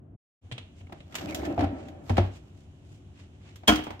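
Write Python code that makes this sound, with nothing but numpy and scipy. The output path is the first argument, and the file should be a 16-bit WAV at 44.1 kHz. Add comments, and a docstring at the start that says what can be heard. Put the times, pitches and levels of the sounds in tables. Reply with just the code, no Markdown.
"""A freezer hums in a quiet kitchen, close to a stereo pair of microphones; near the start the sound drops
out briefly. Fingers tap the drawer's plastic front and the frosted seal crackles free. The drawer
rumbles out, rollers drumming its bin and rails hissing, and booms against its stop. A soft swish keeps
repeating. Then a frozen fruit slice snaps off a metal baking tray with a sharp, ringing clack,
and loose pieces settle."""
import sys
import numpy as np
from scipy import signal
from scipy.fft import rfft, irfft, next_fast_len
from scipy.io import wavfile
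from scipy.ndimage import map_coordinates

SR = 44100
rng = np.random.default_rng(int(sys.argv[2]) if len(sys.argv) > 2 else 0)


def master_out(mix):
    """Clip the mix to full scale and print it as 16-bit PCM to the path in sys.argv[1]."""
    frames = np.transpose(np.atleast_2d(mix))
    ceiling = np.clip(frames, -1, 1)
    pcm = np.round(ceiling * 32767).astype(np.int16)
    wavfile.write(sys.argv[1], SR, pcm)


N = 4 * SR
DROPOUT_FROM_S, DROPOUT_TO_S = 0.1643, 0.4126
BOOM_ATTACK_S, DRAWER_BOOM_DB = 0.0088, -0.5

# How alike the two microphones hear the kitchen. Each row: frequency in Hz, left-right correlation.
MIC_LIKENESS = [(60, 0.98), (200, 0.96), (380, 0.54), (700, 0.16), (1300, -0.11), (2500, -0.37),
                (15000, 0.22)]
# Modes of the cabinet and the plastic bin. Each row: frequency in Hz, relative level in dB, t60 in seconds.
CABINET_MODES = [(63.5, -13, 0.4), (94.8, 3, 0.32), (236.2, -7.5, 0.23)]
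BIN_MODES = [(272, -3, .18), (312, -1, .18), (360, -3, .18), (560, -7, .1), (640, -4, .09), (775, 2, .08),
             (942, -13, .12), (1323, -14, .14), (1749, -17, .12), (2315, -21, .12), (2553, -22, .12)]


def amp(db):
    """Decibels to gain."""
    return 10 ** (np.asarray(db) / 20)


def unit(x):
    """x at rms 1."""
    return x / np.sqrt(np.mean(x ** 2) + 1e-20)


def along(points, hz):
    """(Hz, value) points read on a log axis."""
    freqs, values = np.transpose(points)
    return np.interp(np.log(hz + 1), np.log(freqs + 1), values)


def wobble(rate):
    """A smooth random curve, rate knots a second."""
    return map_coordinates(rng.standard_normal(int(N * rate / SR) + 4), [np.arange(N) * rate / SR])


def swell(middle_s, half_s):
    """A bell-shaped rise and fall."""
    return np.exp(-.5 * ((np.arange(N) / SR - middle_s) / half_s) ** 2)


def add(track, s, sound):
    """Mix a sound into a track at time s."""
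    part = track[:, round(s * SR):][:, :sound.shape[-1]]
    part += sound[..., :part.shape[1]]


def colour(x, points, tilt_db=0):
    """Causal filter through (Hz, dB) points, tilted per octave."""
    n = x.shape[-1]
    size = 2 * next_fast_len(n // 2 + 4096)
    hz = np.fft.rfftfreq(size, 1 / SR)
    cepstrum = irfft(np.log(amp(along(points, hz) + tilt_db * np.log2(1 + hz / 300))))
    cepstrum[1:size // 2] *= 2  # fold to minimum phase
    cepstrum[size // 2 + 1:] = 0
    return irfft(rfft(x, size) * np.exp(rfft(cepstrum)))[..., :n]


def mic_angle(hz):
    """Half the phase gap between the microphones, in radians."""
    return np.arccos(np.clip(along(MIC_LIKENESS, hz), -1, 1)) / 2


def spread(pair):
    """Two unrelated signals at the microphones: alike in the bass, apart in the treble."""
    n = pair.shape[-1]
    angle = mic_angle(np.fft.rfftfreq(n, 1 / SR))
    mid, side = irfft(rfft(pair) * [np.cos(angle), np.sin(angle)], n)
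    return np.array([mid + side, mid - side])


def blow(points, tilt_db, t60, room_db):
    """One close contact: a fast dying burst of dense resonances, then the kitchen's softer answer."""
    # The kitchen's decay. Each row: frequency in Hz, t60 in seconds.
    room_t60 = [(100, 0.47), (300, 0.37), (1000, 0.31), (3000, 0.4), (7000, 0.22), (15000, 0.27)]
    t = np.arange(SR * 3 // 4) / SR
    burst = unit(rng.standard_normal((2, len(t))) * amp(-60 * t / t60) * (1 - np.exp(-t / 0.00028)))
    hz, s, spectra = signal.stft(rng.standard_normal((2, len(t))), SR, nperseg=256)
    spectra *= amp(-60 * s / along(room_t60, hz)[:, None])
    tail = signal.istft(spectra, SR, nperseg=256)[1][:, :len(t)]
    room = amp(room_db) * unit(tail * (1 - np.exp(-t / 0.008)))
    sound = colour(spread(burst + room), points, tilt_db)
    return unit(sound) * np.sqrt(.01 / t[-1])  # the energy of 10 ms at rms 1


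def ring(modes, attack_s, scatter_db=0, apart=0):
    """Damped modes; with apart above 0 the higher ones reach the microphones out of step."""
    t, out = np.arange(SR) / SR, 0
    for hz, db, t60 in modes:
        phase = apart * (mic_angle(hz) * np.array([[1], [-1]]) + rng.uniform(-np.pi, np.pi))
        decay = amp(db + scatter_db * rng.normal() - 60 * t / t60)
        out = out + decay * np.sin(2 * np.pi * hz * t + phase)
    return out * (1 - np.exp(-t / attack_s))


def freezer():
    """Room tone: fan noise, duller before the dropout, and a wavering compressor hum."""
    # Fan and kitchen air, then the compressor's tones. Each row: frequency in Hz, relative level in dB.
    air_colour = [(15, -51), (25, -17), (43, -16.5), (87, 5), (120, -6.5), (153, -9), (363, -15.5),
                  (427, -23), (714, -23.5), (936, -31), (2000, -38), (2990, -32.5), (4610, -45.5),
                  (6740, -42), (16000, -68)]
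    hum_tones = [(96, -54), (145, -58.5), (188, -68), (285, -65), (368, -69)]
    t = np.arange(N) / SR
    air = amp(-50.5) * unit(colour(spread(rng.standard_normal((2, N))), air_colour))
    dull_air = amp(0.5) * colour(air, [(100, 0.0), (400, 1.0), (1500, -4.5), (5000, -29), (12000, -15)])
    hum = sum(amp(db + 1.5 * wobble(13)) * np.sin(2 * np.pi * hz * t + 1.2 * wobble(1.99))
              for hz, db in hum_tones)
    return np.where(t < (DROPOUT_FROM_S + DROPOUT_TO_S) / 2, dull_air, air) + hum


def finger_taps():
    """Fingers tap the drawer's plastic front and the cabinet booms behind it."""
    # Each row: start in seconds, level in dB, tilt in dB per octave, relative boom level in dB.
    taps = [(0.514, -39, -1, -59), (0.521, -37.5, 2, -42), (.580, -37.5, 1, -47), (.810, -54.5, -3, -41),
            (.870, -52, -6.5, -79), (1.004, -48.5, -0.5, -61)]
    # A tap's spectrum. Each row: frequency in Hz, gain in dB.
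    tap_colour = [(100, -3), (300, -0.5), (700, 2), (1100, -8), (1700, -7.5), (2300, -2.5), (3200, 0),
                  (4100, -8), (4900, -18), (8000, -22.5), (15000, -53)]
    out = np.zeros((2, N))
    boom = amp(DRAWER_BOOM_DB) * ring(CABINET_MODES, BOOM_ATTACK_S)
    for s, db, tilt, boom_db in taps:
        add(out, s, amp(db) * blow(tap_colour, tilt, t60=0.051, room_db=-9))
        add(out, s, amp(boom_db) * boom)
    return out


def bin_flex():
    """The bin flexes with one low note under a push, or as rollers drop into dips of the rails."""
    # Each row: start in seconds, level in dB, pitch in Hz.
    flexes = [(0.52, -28, 122), (1.238, -31.5, 193), (1.296, -33.5, 313.5), (1.428, -30.5, 340),
              (1.477, -23.5, 287), (1.498, -23, 328), (1.621, -18, 290), (1.727, -23.5, 265.7)]
    t60 = 0.16
    out = np.zeros((2, N))
    for s, db, hz in flexes:
        add(out, s, ring([(hz, db, t60)], attack_s=0.0018, apart=0.34))
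    return out


def soft_swishes():
    """A soft, grainy swish that repeats."""
    # Each row: middle in seconds, half length in seconds, level in dB, tilt in dB per octave.
    swishes = [(0.795, 0.022, -64, 2), (0.988, 0.03, -67, 0), (1.822, 0.056, -59, -2),
               (2.055, .025, -70.5, 11), (2.357, 0.031, -60.5, 1.5), (2.605, 0.033, -67.5, 3.5),
               (2.926, 0.049, -67, 4), (3.207, 0.036, -58.5, -2), (3.35, 0.013, -66, -5),
               (3.485, 0.045, -58, -3)]
    # A swish's spectrum. Each row: frequency in Hz, gain in dB.
    swish_colour = [(400, -6), (1500, -5), (2700, 1), (4500, -6.5), (7500, -8), (10000, -23), (15000, -35)]
    grain = spread(rng.standard_normal((2, N)) * amp(2 * wobble(140)))
    return sum(amp(db) * swell(s, half) * unit(colour(grain, swish_colour, tilt))
               for s, half, db, tilt in swishes)


def scrapes():
    """Handle and rails catch in short chattering slips, each through one resonance of the plastic."""
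    # Each row: middle in seconds, half length in seconds, level in dB, pitch in Hz.
    slips = [(0.807, .004, -62, 2680), (0.872, 0.0024, -59, 2200), (0.928, 0.0032, -42.5, 1300),
             (1.188, 0.0089, -48, 2900), (1.292, 0.0098, -41.5, 2540), (1.324, 0.0087, -44, 2230),
             (1.419, 0.0036, -47.5, 2100), (1.457, 0.011, -42, 1800), (1.512, 0.021, -54.5, 2680),
             (1.641, 0.0063, -39, 1310)]
    relative_width, chatter_per_s, chatter_db = 0.07, 300, 1.5
    chatter = rfft(spread(rng.standard_normal((2, N)) * amp(chatter_db * wobble(chatter_per_s))))
    out = np.zeros((2, N))
    for s, half, db, hz in slips:
        ratio = np.fft.rfftfreq(N, 1 / SR) / hz
        resonance = 1j * ratio / (1 - ratio ** 2 + 1j * ratio * relative_width)
        out += amp(db) * swell(s, half) * unit(irfft(chatter * resonance, N))
    return out


def drawer_knocks():
    """The drawer shifts, jolts over rail joints and hits its stop; bin, front and cabinet ring."""
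    # Each row: start in seconds, level in dB, tilt in dB per octave, relative boom and front levels in dB.
    knocks = [(0.895, -48.5, -1, -48, -47), (0.923, -38.5, 2.5, -57, -39), (1.432, -35.5, 1, -52, -35),
              (1.578, -28.5, -1, -24, -19.5), (1.592, -27, 2.5, -48.5, -24), (1.607, -28, 3.5, -28, -24.5),
              (1.623, -29.5, -0.5, -35, -27), (1.642, -29, 1.5, -25, -34), (2.095, -31.5, 6, -36, -30),
              (2.101, -24.5, -1.5, -15.5, -26), (2.169, -26.5, 4.5, -24, -26),
              (2.179, -21.5, 3, -21.5, -39), (2.181, -17.5, -3, -17, -14)]
    # A knock's spectrum. Each row: frequency in Hz, gain in dB.
    knock_colour = [(22, -59), (55, -12), (140, -3), (230, -0.5), (350, 1.5), (480, -6), (620, 1),
                    (800, -1), (950, -8.5), (1500, -15), (3000, -21.5), (5000, -34), (10000, -52),
                    (15000, -67)]
    # The hollow drawer front. 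Each row: frequency in Hz, relative level in dB, t60 in seconds.
    front_modes = [(585, -10, 0.058), (688, -4.5, 0.061), (772.6, -7.5, 0.087)]
    out = np.zeros((2, N))
    boom = amp(DRAWER_BOOM_DB) * ring(CABINET_MODES, BOOM_ATTACK_S)
    for s, db, tilt, boom_db, front_db in knocks:
        add(out, s, amp(db) * blow(knock_colour, tilt, t60=0.053, room_db=-7))
        add(out, s, amp(db - 13) * ring(BIN_MODES, attack_s=0.0019, scatter_db=4.1, apart=0.79))
        add(out, s, amp(front_db) * ring(front_modes, attack_s=0.0018, scatter_db=4.5, apart=0.4))
        add(out, s, amp(boom_db) * boom)
    return out


def drawer_slide():
    """Rollers drum the bin with many small bumps while the frosted rails hiss."""
    # Course of the rumble and of the hiss. Each row: time in seconds, relative level in dB.
    roll_levels = [(1.1, -62), (1.23, -40.5), (1.3, -38), (1.37, -39.5), (1.44, -36.5), (1.51, -34.5),
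                   (1.56, -41), (1.63, -27.5), (1.68, -39.5), (1.8, -43), (1.9, -46.5), (2.05, -52)]
    rail_levels = [(1.02, -66), (1.182, -39), (1.308, -39.5), (1.472, -44.5), (1.6, -50), (1.744, -62),
                   (1.874, -106), (2.09, -45.5)]
    # Their spectra. Each row: frequency in Hz, gain in dB.
    roll_colour = [(25, -39), (45, -37.5), (72, 7), (130, -8.5), (200, -9.5), (290, 4), (360, -7),
                   (460, -12.5), (600, -2.5), (760, -12), (1000, -20.5), (1700, -25), (3000, -36),
                   (6000, -62)]
    rail_colour = [(300, 5), (1200, 7.5), (3200, -0.5), (4300, -1.5), (7500, -5.5), (10500, -25),
                   (13000, -9.5), (16000, -32)]
    bumps_per_s, rise_s, fade_s = 240, 0.021, 0.21
    t = np.arange(N) / SR

    def level(rows):
        """Gain along the rows, fading beyond both ends."""
        s, db = np.transpose(rows)
        fades = np.exp(-np.maximum(s[0] - t, 0) / rise_s - np.maximum(t - s[-1], 0) / fade_s)
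        return amp(np.interp(t, s, db)) * fades

    rolling = unit(colour(spread(rng.standard_normal((2, N))), roll_colour))
    bumps = (rng.random(N) < bumps_per_s / SR) * rng.standard_normal((1, N))
    bin_ring = ring(BIN_MODES, attack_s=0.001, apart=0.99)
    drumming = unit(signal.fftconvolve(bumps, bin_ring, axes=1)[:, :N])
    rumble = rolling + amp(-5.5) * drumming
    grain = rng.standard_normal((2, N)) * amp(4 * wobble(320) + 3 * wobble(35.08))
    hiss = unit(colour(spread(grain), rail_colour))
    return amp(2) * level(roll_levels) * rumble + amp(-8.5) * level(rail_levels) * hiss


def frost():
    """Bright cracks of ice giving way."""
    # Each row: start in seconds, level in dB, tilt in dB per octave.
    cracks = [(1.124, -49, -4.5), (1.143, -40.5, -4), (1.153, -30, 0), (1.184, -40, -2.5),
              (1.346, -32.5, 2.2), (1.451, -41.5, -1), (1.884, -51, -2.5), (3.558, -50, 0)]
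    # A crack's spectrum. Each row: frequency in Hz, gain in dB.
    crack_colour = [(30, -45), (120, -3), (500, -2), (1300, 1), (3400, 4), (4500, -3), (7000, -2),
                    (10500, -16), (13000, -8.5), (16000, -20)]
    out = np.zeros((2, N))
    for s, db, tilt in cracks:
        add(out, s, amp(db) * blow(crack_colour, tilt, t60=0.057, room_db=-8))
    return out


def fruit():
    """A frozen slice breaks loose and chatters, ringing the tray; light nudges only tick."""
    # Strikes on the tray. Each row: start in seconds, level in dB, tilt in dB per octave, ping in dB.
    clacks = [(3.674, -39, 3, -32), (3.677, -20.5, 4.5, -20), (3.681, -19, 1.5, -19.5),
              (3.6869, -14.5, -1, -32), (3.6916, -16, -2, -23), (3.697, -24, -5.5, -50),
              (3.719, -21, -12, -52), (3.758, -32, 2.5, -49)]
    # Pieces nudged and settling. Each row: start in seconds, level in dB, tilt in dB per octave.
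    nudges = [(3.634, -45, -3), (3.79, -31.5, -3.5), (3.838, -41.5, 3.5), (3.867, -32.5, -3.5),
              (3.905, -34.5, -1), (3.994, -43, -1)]
    # Their spectra. Each row: frequency in Hz, gain in dB.
    clack_colour = [(25, -33), (60, -4), (130, -17), (230, 3.5), (400, -3), (550, -3.5), (700, 0),
                    (1400, -2), (1900, -5), (2800, -4.5), (3200, 0.5), (3600, -11), (4000, -11),
                    (6500, -12.5), (10500, -26), (15000, -27)]
    nudge_colour = [(30, -20), (130, -2.5), (250, 1.5), (450, -4.5), (750, 5.5), (1400, -6.5), (2200, -8),
                    (3200, -10.5), (4200, -16.5), (7500, -23), (10500, -33.5), (15000, -31)]
    # The tray, and ice pinging on metal. Each row: frequency in Hz, relative level in dB, t60 in seconds.
    tray_modes = [(170, -17, .4), (216, -9, .3), (236, -5, .42), (307, -2, .36), (452, -12, .3),
                  (696, 1, .14), (743, -8, .28), (942, -10, .2), (1045, -5, .14), (1323, -5, .13),
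                  (1430, -5, .16), (1965, -16, .3), (2186, -18, .35)]
    ping_modes = [(3098, -4, .06), (3160, -1, .07), (3218, 2, .07), (3222, -16.5, .42), (3284, -2, .07),
                  (3446, -3, .06), (3617, -5, .06)]
    out = np.zeros((2, N))
    for s, db, tilt, ping_db in clacks:
        add(out, s, amp(db) * blow(clack_colour, tilt, t60=0.046, room_db=-6.5))
        add(out, s, amp(db - 7.5) * ring(tray_modes, attack_s=0.00074, scatter_db=0.78, apart=1))
        add(out, s, amp(ping_db) * ring(ping_modes, attack_s=0.0005, scatter_db=0.57, apart=0.77))
        add(out, s, amp(db - 22) * ring(CABINET_MODES, BOOM_ATTACK_S))
    for s, db, tilt in nudges:
        add(out, s, amp(db) * blow(nudge_colour, tilt, t60=0.06, room_db=-5))
    return out


def scene():
    """The kitchen as it reaches the two microphones."""
    # The drawer's sounds thin out below about 35 Hz. Each row: frequency in Hz, gain in dB.
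    low_cut = [(20, -18), (35, 0), (55, -0.5)]
    drawer = finger_taps() + drawer_knocks() + bin_flex() + drawer_slide() + scrapes()
    return freezer() + colour(drawer, low_cut) + frost() + soft_swishes() + fruit()


def record(dry):
    """A brief dropout, a slight lean left in the lows and mids and right in the treble, a band limit."""
    # Balance of the microphones. Each row: frequency in Hz, left minus right in dB.
    balance = [(100, 1), (300, 0.4), (700, 0), (1200, 1.5), (2200, -3.5), (4000, -2), (8000, -0.5),
               (14000, -0.5)]
    top_hz = 15900
    t = np.arange(N) / SR
    gate = np.clip((DROPOUT_FROM_S - t) / 0.013, 0, 1) + np.clip((t - DROPOUT_TO_S) / 0.042, 0, 1)
    hz = np.fft.rfftfreq(2 * N, 1 / SR)
    lean = amp(along(balance, hz) * np.array([[.5], [-.5]]))
    lowpass = 1 / np.sqrt(1 + (hz / top_hz) ** 160)
    return irfft(rfft(dry * gate, 2 * N) * lean * lowpass)[:, :N]


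dry = scene()
out = record(dry)
master_out(out)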